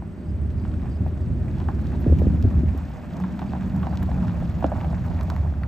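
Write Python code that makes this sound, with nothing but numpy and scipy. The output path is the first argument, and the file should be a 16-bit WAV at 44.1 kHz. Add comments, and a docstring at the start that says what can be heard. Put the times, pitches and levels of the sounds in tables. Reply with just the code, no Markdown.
"""A light breeze rumbles on the microphone while a car drones and crunches over loose gravel.
The car rolls slowly closer and past. Its tyres squeeze out stones, which pop, clink and tick
against each other and echo under the car. The engine hums softly and the exhaust booms low.
About two seconds in, a gust slaps the microphone. Far away, a small bird chirps and insects buzz."""
import sys
import numpy as np
from scipy import signal
from scipy.fft import rfft, irfft
from scipy.io import wavfile
from scipy.ndimage import uniform_filter1d

SR = 44100
rng = np.random.default_rng(int(sys.argv[2]) if len(sys.argv) > 2 else 0)


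def digitize_waveform(pressure):
    """Quantize a signal to 16-bit integers and store it at the path in sys.argv[1].

    Rows of a 2-D input are taken as channels; values are limited to [-1, 1].
    """
    field = np.atleast_2d(pressure).T
    bounded = np.clip(field, -1, 1)
    quanta = np.round(bounded * 32767).astype(np.int16)
    wavfile.write(sys.argv[1], SR, quanta)


N = 250091
TIME = np.arange(N) / SR
FREQ = np.fft.rfftfreq(N, 1 / SR)


def undb(db):
    """Turn decibels into a number to multiply by."""
    return 10 ** (np.asarray(db) / 20)


def unit(x):
    """Scale a signal to an average (rms) strength of 1."""
    return x / np.sqrt(np.mean(x ** 2))


def curves(table):
    """Join a table's rows with straight lines in time, one curve for each column after t."""
    times, *columns = np.transpose(table)
    return [np.interp(TIME, times, column) for column in columns]


def colour(x, points):
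    """Turn low and high tones up or down, following rows of f/Hz, level/dB."""
    hz, db = np.transpose(points)
    freq = np.fft.rfftfreq(x.shape[-1], 1 / SR)
    return irfft(rfft(x) * undb(np.interp(np.log(freq + 1), np.log(hz), db)), x.shape[-1])


def stereo_noise(side_db, size=N):
    """White noise; the lower side_db, the more alike left and right are."""
    mid, side = rng.standard_normal((2, size))
    return unit(mid + undb(side_db) * np.array([side, -side]))


def shaped_noise(tone, side_db):
    """Stereo noise of strength 1, coloured by a tone table."""
    return unit(colour(stereo_noise(side_db), tone))


def wander(rate):
    """A smooth random wobble of strength 1 that changes about rate times a second."""
    return unit(irfft(rfft(rng.standard_normal(N)) / (1 + (FREQ / rate) ** 4), N))


def add(out, t, sound):
    """Mix a sound in at t seconds."""
    start = max(int(t * SR), 0)
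    out[:, start:start + sound.shape[-1]] += sound[..., :N - start]


def swell(age):
    """Rise from 0 to 1 at age 2, then die away."""
    return (age / 2) ** 2 * np.exp(2 - age)


def knock(hz, cycles, glide, size=3000):
    """A few vibrations that swell, sag in pitch and die as the contact lets go."""
    age = TIME[:size] * hz / cycles
    pitch = hz * (1 + glide * (np.exp(-age) - np.exp(-2)))
    return swell(age) * np.sin(2 * np.pi * np.cumsum(pitch) / SR)


def crack(above_hz, decay_s, size=3000):
    """A tiny burst of bright noise with a peak of 1."""
    burst = rng.standard_normal(size) * np.exp(-TIME[:size] / decay_s)
    burst = signal.sosfilt(signal.butter(2, above_hz, "high", fs=SR, output="sos"), burst)
    return burst / np.abs(burst).max()


def echo(x, echo_db, fade_s, size=5000):
    """A sound plus many quick echoes, as off the ground and car; they fall 60 dB in fade_s."""
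    t = TIME[:size]
    tail = stereo_noise(-8, size) * undb(-60 * t / fade_s) * (1 - np.exp(-t / 0.00099))
    response = unit(tail) * undb(echo_db) / np.sqrt(size)
    response[:, 0] += 1  # the direct sound
    return signal.fftconvolve(x[None], response, axes=1)[:, :N]


# tone of the open air: f/Hz, level/dB
AIR_TONE = [(100, 2), (400, -5.5), (1000, -7.5), (2000, -14.5), (4000, -28), (7000, -34.5), (15000, -48.5)]


def air():
    """The faint, steady hush of open country."""
    return shaped_noise(AIR_TONE, side_db=-8) * undb(-49 + 0.2 * wander(3.6))


def insects():
    """Insects in the grass keep up a thin, unevenly throbbing buzz."""
    tone = [(7000, -38), (7900, -8.5), (8450, -3), (8800, -13.5), (9600, -40)]  # f/Hz, level/dB
    buzz = shaped_noise(tone, side_db=-12.5)
    throb = np.sin(2 * np.pi * np.cumsum(19 + 4 * wander(7.8)) / SR)
    level_db = np.interp(TIME, [0, 1.5, 5.67], [-75, -74, -84])
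    return buzz * undb(level_db + 3.7 * throb + 1.6 * wander(9))


# each chirp and its top pitch: t/s, f/Hz, level/dB
BIRD_CHIRPS = [(.177, 4620, -62), (.22, 4600, -62), (.263, 4800, -63), (.297, 4950, -61), (.586, 4820, -60),
               (.624, 4860, -60), (.917, 4780, -56), (.957, 4930, -60), (1.215, 4860, -62),
               (3.49, 4650, -53), (3.865, 4640, -57), (3.908, 4640, -56)]


def bird(chirp_s=0.046, fall=0.17):
    """Short quavering chirps that start near their top pitch and hook down, smeared by distance."""
    out = np.zeros((2, N))
    age = np.linspace(0, 1, int(chirp_s * SR))
    loudness = np.sin(np.pi * age) * np.exp(-2 * age) * 2
    quaver = wander(300)
    for t, hz, db in BIRD_CHIRPS:
        waver = quaver[int(t * SR):][:len(age)]
        pitch = hz * (1 - fall * (1.6 * age - 0.3) ** 2 + 0.014 * waver)
        chirp = loudness * undb(4 * waver) * np.sin(2 * np.pi * np.cumsum(pitch) / SR)
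        add(out, t - 0.012, echo(undb(db - 6.5) * chirp, echo_db=-1.5, fade_s=0.18))
    return out


# swirls of air hitting the microphone: t/s, level/dB, f/Hz
WIND_SLAPS = [(2.064, -12.5, 320), (2.074, -10, 83), (2.0976, -17.5, 357), (2.124, -9, 309),
              (2.2179, -13, 400), (2.268, -14, 306), (2.345, -19.5, 130), (2.438, -8.5, 95.6),
              (2.4503, -15.5, 268), (2.6329, -13, 222), (2.7472, -22, 275)]


def wind_slaps(rush):
    """Each swirl of air gives a slap, a low shove and a short burst of the wind's rush."""
    out = np.zeros((2, N))
    for t, db, hz in WIND_SLAPS:
        slap = knock(hz, cycles=0.44, glide=0.7)
        shove = undb(-10.5) * knock(71, cycles=0.3, glide=0.86)
        burst = undb(-15) * rush[:, int(t * SR):][:, :len(slap)] * swell(TIME[:len(slap)] / 0.0023)
        add(out, t, undb(db + 0.6) * (slap + shove + burst))
    return out


# tone of the wind's deep rumble and of the rush above it: f/Hz, level/dB
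RUMBLE_TONE = [(10, -55), (25, -33.5), (38, -14.5), (52, -9), (73, 6), (95, -4), (130, -10), (200, -13.5),
               (330, -27), (700, -68.5), (3000, -110)]
RUSH_TONE = [(60, -39.5), (200, 0.5), (300, -3), (380, 0), (460, -13.5), (600, -11), (1000, -39),
             (5000, -78.5)]
# how loud each is, with a lull after the strongest gusts: t/s, level/dB
RUMBLE_LOUDNESS = [(0.0, -31), (0.15, -39.5), (0.35, -26), (1.3, -25), (1.95, -25), (2.75, -26),
                   (3.05, -41), (3.75, -27.5), (5.0, -25.5), (5.67, -25)]
RUSH_LOUDNESS = [(0.0, -46), (0.45, -41), (2.0, -38), (2.92, -54), (3.13, -44), (3.37, -48.5),
                 (3.75, -45.5), (5.67, -48.5)]
# gusts that hit at once, hold and drop away: t/s, level/dB, hold/s
WIND_GUSTS = [(0.277, -25.5, 0.019), (0.416, -23.5, 0.014), (0.998, -23, 0.023), (1.293, -24.5, 0.04),
              (2.064, -16.5, 0.04), (2.11, -20, 0.3), (2.436, -20, 0.054), (2.528, -18, 0.16),
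              (3.982, -28, 0.19), (5.376, -25, 0.16)]


def wind(rise_s=0.0087, fall_s=0.062):
    """Churning air rumbles and rushes on the microphone, louder and rougher in the gusts."""
    breeze_power = undb(curves(RUMBLE_LOUDNESS)[0]) ** 2
    gust_power = np.zeros(N)
    for t, db, hold_s in WIND_GUSTS:
        corners = t + np.cumsum([0, rise_s, hold_s, fall_s])
        gust_power += (undb(db) * np.interp(TIME, corners, [0, 1, 1, 0])) ** 2
    rumble = shaped_noise(RUMBLE_TONE, side_db=-16.5)
    # even out the noise, so that breeze and gusts set the slow swells
    rumble /= np.sqrt(uniform_filter1d(np.mean(rumble ** 2, axis=0), size=4000))
    rush = shaped_noise(RUSH_TONE, side_db=-20)
    rumble *= np.sqrt(breeze_power + gust_power) * undb(1.78 + 1.26 * wander(22))
    breeze_rush = rush * undb(curves(RUSH_LOUDNESS)[0])
    gust_rush = rush * np.sqrt(gust_power) * undb(-33.5 + 4 * wander(45))
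    return rumble + breeze_rush + gust_rush + wind_slaps(rush)


def exhaust(peak_s=5.1, db_per_s=3):
    """A low boom that grows as the exhaust comes out from behind the car, then fades."""
    tone = [(40, -35), (80, -1), (125, -4.5), (150, -0.5), (220, -29.5), (600, -68)]  # f/Hz, level/dB
    return shaped_noise(tone, side_db=-12.5) * undb(-31 - db_per_s * np.abs(TIME - peak_s))


# tone of the car's drone: f/Hz, level/dB
DRONE_TONE = [(20, -50.5), (60, -30.5), (120, -1.5), (170, 2), (240, 1.5), (320, -11), (450, -23),
              (650, -33), (1500, -51.5), (6000, -88.5)]
# how loud it is: t/s, level/dB
DRONE_LOUDNESS = [(0.0, -37.5), (0.5, -37), (1.85, -32.5), (2.25, -21.5), (2.7, -32), (2.97, -36.5),
                  (3.35, -30.5), (4.9, -32), (5.67, -38.5)]


def drone():
    """The rolling tyres and the car's body make a low drone."""
    return shaped_noise(DRONE_TONE, side_db=-9) * undb(curves(DRONE_LOUDNESS)[0] - 0.15)


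# the hum rises with a touch of throttle and sags as the car slows: t/s, f/Hz, level/dB
ENGINE_HUM = [(0.0, 174.1, -43.5), (3.05, 181.6, -53), (3.22, 181.2, -24), (3.31, 182.6, -33),
              (3.62, 187, -27.5), (3.8, 188, -27), (3.98, 186.3, -31.5), (4.13, 187, -29.5),
              (4.28, 178.9, -23), (4.38, 169, -30), (4.65, 163, -37.5), (4.95, 166.7, -25),
              (5.1, 168.4, -32.5), (5.67, 182, -40.5)]


def engine(waver=0.017, rough_hz=32, fan_hz=601):
    """Uneven firing roughens the engine's wavering hum, and its fan sings faintly."""
    hz, hum_db = curves(ENGINE_HUM)
    phase = 2 * np.pi * np.cumsum(hz * (1 + waver * wander(23.4))) / SR
    roughness = undb(-9) * (wander(rough_hz) * np.sin(phase) + wander(rough_hz) * np.cos(phase))
    octave = undb(-23) * np.sin(2 * phase)
    flutter = undb(1.5 * wander(26))
    hum = unit((np.sin(phase) + roughness + octave) * flutter)
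    fan_phase = 2 * np.pi * fan_hz * TIME
    fan = unit(wander(24) * np.sin(fan_phase) + wander(2.4) * np.cos(fan_phase))
    return undb(hum_db - 0.5) * hum + undb(-58.5) * fan


def stones(lo_hz, hi_hz, per_s, spread_db, top_db, echo_db, fade_s, sizes=10):
    """A shower of knocks from stones of many sizes, mostly weak, a few strong."""
    out = np.zeros((2, N))
    for hz in np.geomspace(lo_hz, hi_hz, sizes):
        hits = rng.random(N) < per_s / sizes / SR
        force = undb(np.minimum(spread_db * rng.exponential(size=N), top_db)) * rng.choice([-1, 1], N)
        knocks = signal.fftconvolve(hits * force, knock(hz, cycles=0.43, glide=0.13))[:N]
        out += echo(knocks, echo_db, fade_s)
    # make low and high tones equally strong, ready for colouring
    spectrum = rfft(out)
    power = uniform_filter1d(np.mean(np.abs(spectrum) ** 2, axis=0), size=900)
    return irfft(spectrum / np.sqrt(power + power.max() / 10 ** 6), N)


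# the tyres come nearer, pass and slow down: t/s, level/dB
ROLL_LOUDNESS = [(0.0, -69.5), (0.7, -58), (1.3, -59), (1.85, -53), (2.7, -54.5), (4.2, -52.5),
                 (5.3, -52.5), (5.67, -61)]
# tones of the gravel, from dull crunch up to the fizz of dust and sand: f/Hz, level/dB
CRUNCH_TONE = [(80, -41), (250, -29), (480, -4.5), (650, 1), (820, -1), (1050, -7), (1300, -10.5),
               (2000, -27.5), (6000, -70.5)]
CRACKLE_TONE = [(300, -29.5), (1000, -9), (1500, -0.5), (1850, -1.5), (2100, -7), (2450, -5), (3000, -14.5),
                (4000, -22), (7000, -24), (15000, -60)]
GRIT_TONE = [(300, -44.5), (1500, -17), (2800, 8), (3500, 10.5), (4600, 7.5), (6000, 1), (8400, 0.5),
             (12000, -15.5), (15000, -6.5)]
FIZZ_TONE = [(5000, -32.5), (8500, -8.5), (11500, 2.5), (13500, 2.5), (15500, -3)]


def gravel():
    """The tyres press stones down in uneven surges: crunch, crackle, fine grit and fizzing sand."""
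    roll_db, = curves(ROLL_LOUDNESS)
    side_on_db = np.interp(TIME, [2.1, 5], [0, 5])  # the crunch grows as the car turns side-on
    surge = wander(16)
    crunch = stones(558, 1400, per_s=800, spread_db=4.5, top_db=13, echo_db=1.5, fade_s=0.083)
    crackle = stones(1340, 3200, per_s=800, spread_db=2.5, top_db=20, echo_db=-1, fade_s=0.066)
    grit = stones(2800, 14000, per_s=1500, spread_db=2.8, top_db=15, echo_db=-3, fade_s=0.04, sizes=14)
    crunch = unit(colour(crunch, CRUNCH_TONE)) * undb(roll_db + 6.5 + side_on_db + 2.4 * surge)
    crackle = unit(colour(crackle, CRACKLE_TONE)) * undb(roll_db + 0.43 + 0.27 * surge)
    grit = unit(colour(grit, GRIT_TONE)) * undb(roll_db - 8.5 + 0.34 * surge)
    fizz = shaped_noise(FIZZ_TONE, side_db=-11.5) * undb(roll_db - 20 + 0.8 * surge + 1.7 * wander(120))
    return crunch + crackle + grit + fizz


def light_ticks(per_s=12):
    """Rows like HARD_TICKS for lighter hits at random times, following the loudness of the rolling."""
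    roll_db, = curves(ROLL_LOUDNESS)
    starts = rng.integers(N, size=200)[:int(per_s * N / SR)]
    return [(TIME[i], roll_db[i] + 3.5 + 0.5 * force, 3300 * 2 ** (0.23 * smallness), -10.5)
            for i, (force, smallness) in zip(starts, rng.standard_normal((200, 2)))]


# tiny, very bright chips: t/s, level/dB
STONE_CHIPS = [(1.084, -48), (2.0023, -50), (2.014, -46), (2.1825, -54), (2.1955, -46), (2.6855, -47),
               (2.7768, -46), (2.899, -51), (3.1355, -53), (3.2036, -51), (3.6752, -45), (3.717, -53),
               (3.7435, -53), (3.815, -54), (3.955, -51), (4.025, -48), (4.03, -40.5), (4.4015, -54),
               (4.6025, -49), (5.0534, -47), (5.2017, -46), (5.297, -46), (5.3633, -47), (5.6335, -53)]
# the hardest hits of stone on stone: t/s, level/dB, f/Hz, splinter/dB
HARD_TICKS = [(0.504, -41, 3390, -19), (0.598, -45.5, 4200, -18), (0.692, -44, 3200, -17),
              (0.74, -41, 2650, -15), (1.5845, -37.5, 3590, -19), (1.6022, -40, 4500, -18),
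              (1.87, -35, 3780, -19), (2.0437, -39.5, 2700, -24), (2.1255, -44, 4300, -20),
              (2.241, -42, 2600, -22), (2.426, -31.5, 3770, -11), (2.777, -40, 5690, -3.5),
              (2.8545, -43, 5500, -16), (3.1095, -43.5, 2400, -26), (3.169, -36, 5646, -21),
              (3.202, -38.5, 5600, -14), (3.2235, -41, 4000, -20), (3.393, -30, 3100, -20),
              (3.699, -39, 2700, -23), (3.7635, -44, 5270, 0.5), (3.868, -41.5, 5000, -16),
              (3.9564, -36, 4200, -16), (3.9734, -25.5, 3400, -19), (4.0296, -41, 3570, 7),
              (4.229, -37.5, 2500, -25), (4.273, -41, 5240, -17), (4.282, -31, 2400, -28),
              (4.455, -38, 2709, -25), (4.497, -38, 6660, -14), (4.6656, -33, 4310, -16),
              (5.0637, -41.5, 3940, 3), (5.2107, -29.5, 4000, -16), (5.232, -41, 3930, 1),
              (5.3013, -24, 4270, -20), (5.3638, -42, 4800, -12)]


def ticks():
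    """Hard stones click together with a splinter of noise; the smallest chips only spit."""
    out = np.zeros((2, N))
    hits = HARD_TICKS + light_ticks()
    for t, db in STONE_CHIPS:
        spit = crack(12000, decay_s=0.0006)
        add(out, t, echo(undb(db + 6.5) * spit, echo_db=-6.5, fade_s=0.031))
    for t, db, hz, splinter_db in hits:
        click = knock(hz, cycles=0.23, glide=1) + undb(splinter_db) * crack(5400, decay_s=0.0012)
        add(out, t, echo(undb(db + 1) * click, echo_db=-7, fade_s=0.034))
    return out


# pebbles that ring: t/s, level/dB, f/Hz
PEBBLE_CLINKS = [(0.6525, -38, 1490), (0.74, -38, 1460), (0.858, -49, 1510), (1.653, -42, 1570),
                 (1.6861, -26.5, 1315), (2.0437, -37, 1730), (2.1957, -40, 1950), (3.109, -46, 1800),
                 (3.2387, -33.5, 1730), (3.25, -38, 1590), (3.831, -32.5, 1610), (3.9273, -35, 1560),
                 (4.027, -31.5, 1680), (4.1154, -33.5, 1760), (4.228, -36.5, 1400), (4.2816, -36, 1430),
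                 (5.3646, -34, 1900), (5.5388, -36.5, 1480), (5.6354, -29.5, 1946)]


def clinks():
    """A pebble knocked loose rings very briefly at two pitches."""
    out = np.zeros((2, N))
    for t, db, hz in PEBBLE_CLINKS:
        low = knock(hz, cycles=0.83, glide=0.12)
        high = undb(-17) * knock(hz * 2.3, cycles=1.5, glide=0.05)
        add(out, t - 0.0006, echo(undb(db) * (low + high), echo_db=-14, fade_s=0.12))
    return out


# stones squeezed out from under the tyres: t/s, level/dB, f/Hz, snap/dB, echo/dB
STONE_POPS = [(0.0226, -32.5, 840, -31, -5), (0.651, -34, 970, -8, -4.5), (0.857, -33, 880, -11, -11),
              (1.063, -27.5, 686, -29, -5), (1.6023, -34, 890, -9, 2), (1.6155, -33, 940, -9, -4),
              (1.6869, -21, 947, -30, -1.5), (3.2009, -30, 820, -26, -2), (3.2384, -30, 1080, -8, -8),
              (3.2428, -31, 1020, -24, 3.5), (3.392, -33, 990, -10, 3.5), (3.4175, -24.5, 790, -15, 0),
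              (3.426, -32.5, 1020, -16, 2), (3.52, -35.5, 850, -10, -5), (3.5346, -22.5, 884, -20, -9),
              (3.5507, -29.5, 880, -22, 6), (3.8304, -32, 1300, -0.5, -3), (3.869, -21, 863, -20, -1.5),
              (3.932, -30, 860, -20, 5), (4.0239, -34.5, 1010, -7, 7), (4.0893, -28.5, 700, -26, 1),
              (4.1157, -26.5, 895, -16, -9), (4.2953, -30.5, 990, -7, -4), (4.4241, -29, 666, -19, -4.5),
              (4.6253, -20.5, 796, -18, 1), (4.6428, -8.5, 660, -20, -5), (4.718, -18.5, 713, -30, -10),
              (4.723, -20, 682, -30, -4.5), (4.7842, -36, 848.4, -12, -6), (4.8125, -26, 890, -7, -10),
              (4.8452, -26, 856, -14, 1), (4.929, -26, 760, -32, -1), (5.21, -31.5, 1150, -9, -1),
              (5.3006, -25, 1104, -26, -0.5), (5.3641, -28, 1040, -14, -8), (5.5238, -34, 700, -23, -9),
              (5.6334, -32, 1367, -8, 2)]


def pops():
    """A stone snaps free, the rubber springs back with a hollow knock, and the tyre thuds below it."""
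    out = np.zeros((2, N))
    for t, db, hz, snap_db, echo_db in STONE_POPS:
        # the stiffer the contact, the further its pitch falls
        rubber = knock(hz, cycles=0.61, glide=min((hz / 760) ** 2, 1.1))
        thud = undb(-9) * knock(297, cycles=0.7, glide=0.078)
        clack = undb(-18.5) * knock(1460, cycles=1, glide=0.11)  # the stone hits its bed as it leaves
        snap = knock(2950, cycles=0.55, glide=0.45) + undb(-17.5) * crack(3000, decay_s=0.0007)
        pop = rubber + thud + clack + undb(snap_db - 3) * snap
        add(out, t - 0.0002, echo(undb(db + 1.5) * pop, echo_db - 2.5, fade_s=0.094))
    return out


def scene():
    """Stones, car, wind and wildlife, all over the hush of open country."""
    hush = air()
    tyres = gravel() + pops() + clinks() + ticks()
    car = drone() + engine() + exhaust()
    return hush + tyres + car + wind() + bird() + insects()


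# the microphone's own hiss: f/Hz, level/dB
HISS_TONE = [(1000, -13), (4000, -6.5), (8400, -5), (15000, 2)]
# the microphone is dull in a narrow band of high tones: f/Hz, level/dB
MIC_TONE = [(8600, -1.5), (9400, -5), (10300, -21), (11500, 0.5), (13500, -2.5), (15000, -3), (16000, -12)]
# how much louder its left opening is than its right: f/Hz, level/dB
LEFT_BALANCE = [(60, -0.7), (380, -0.5), (680, -5), (1250, -.5), (2400, 0.5), (15000, 0.5)]
# how far the left runs ahead of the right: f/Hz, lead/radians
LEFT_LEAD = [(60, 0), (600, 0), (860, 0.55), (1550, 0.18), (3200, 0.74), (5200, 0.77), (5800, -0.06),
             (7500, 0.017), (8700, -1.9), (11500, 0.6), (15000, -.6)]


def record(dry, pad=4096, top_hz=15700):
    """The microphone hisses, colours high tones and cuts the highest; its sides are slightly unalike."""
    hiss = undb(-76.5) * shaped_noise(HISS_TONE, side_db=-9)
    padded = np.pad(dry + hiss, [(0, 0), (pad, pad)], mode="reflect", reflect_type="odd")
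    sound = colour(padded, MIC_TONE)
    left = colour(sound[0], [(hz, db / 2) for hz, db in LEFT_BALANCE])
    right = colour(sound[1], [(hz, -db / 2) for hz, db in LEFT_BALANCE])
    freq = np.fft.rfftfreq(len(right), 1 / SR)
    lead_hz, lead = np.transpose(LEFT_LEAD)
    lag = np.interp(np.log(freq + 1), np.log(lead_hz), lead)
    right = irfft(rfft(right) * np.exp(-1j * lag), len(right))
    top_cut = signal.ellip(8, 0.2, 70, top_hz, fs=SR, output="sos")
    return signal.sosfilt(top_cut, np.array([left, right]))[:, pad:-pad]


dry = scene()
out = record(dry)
digitize_waveform(out)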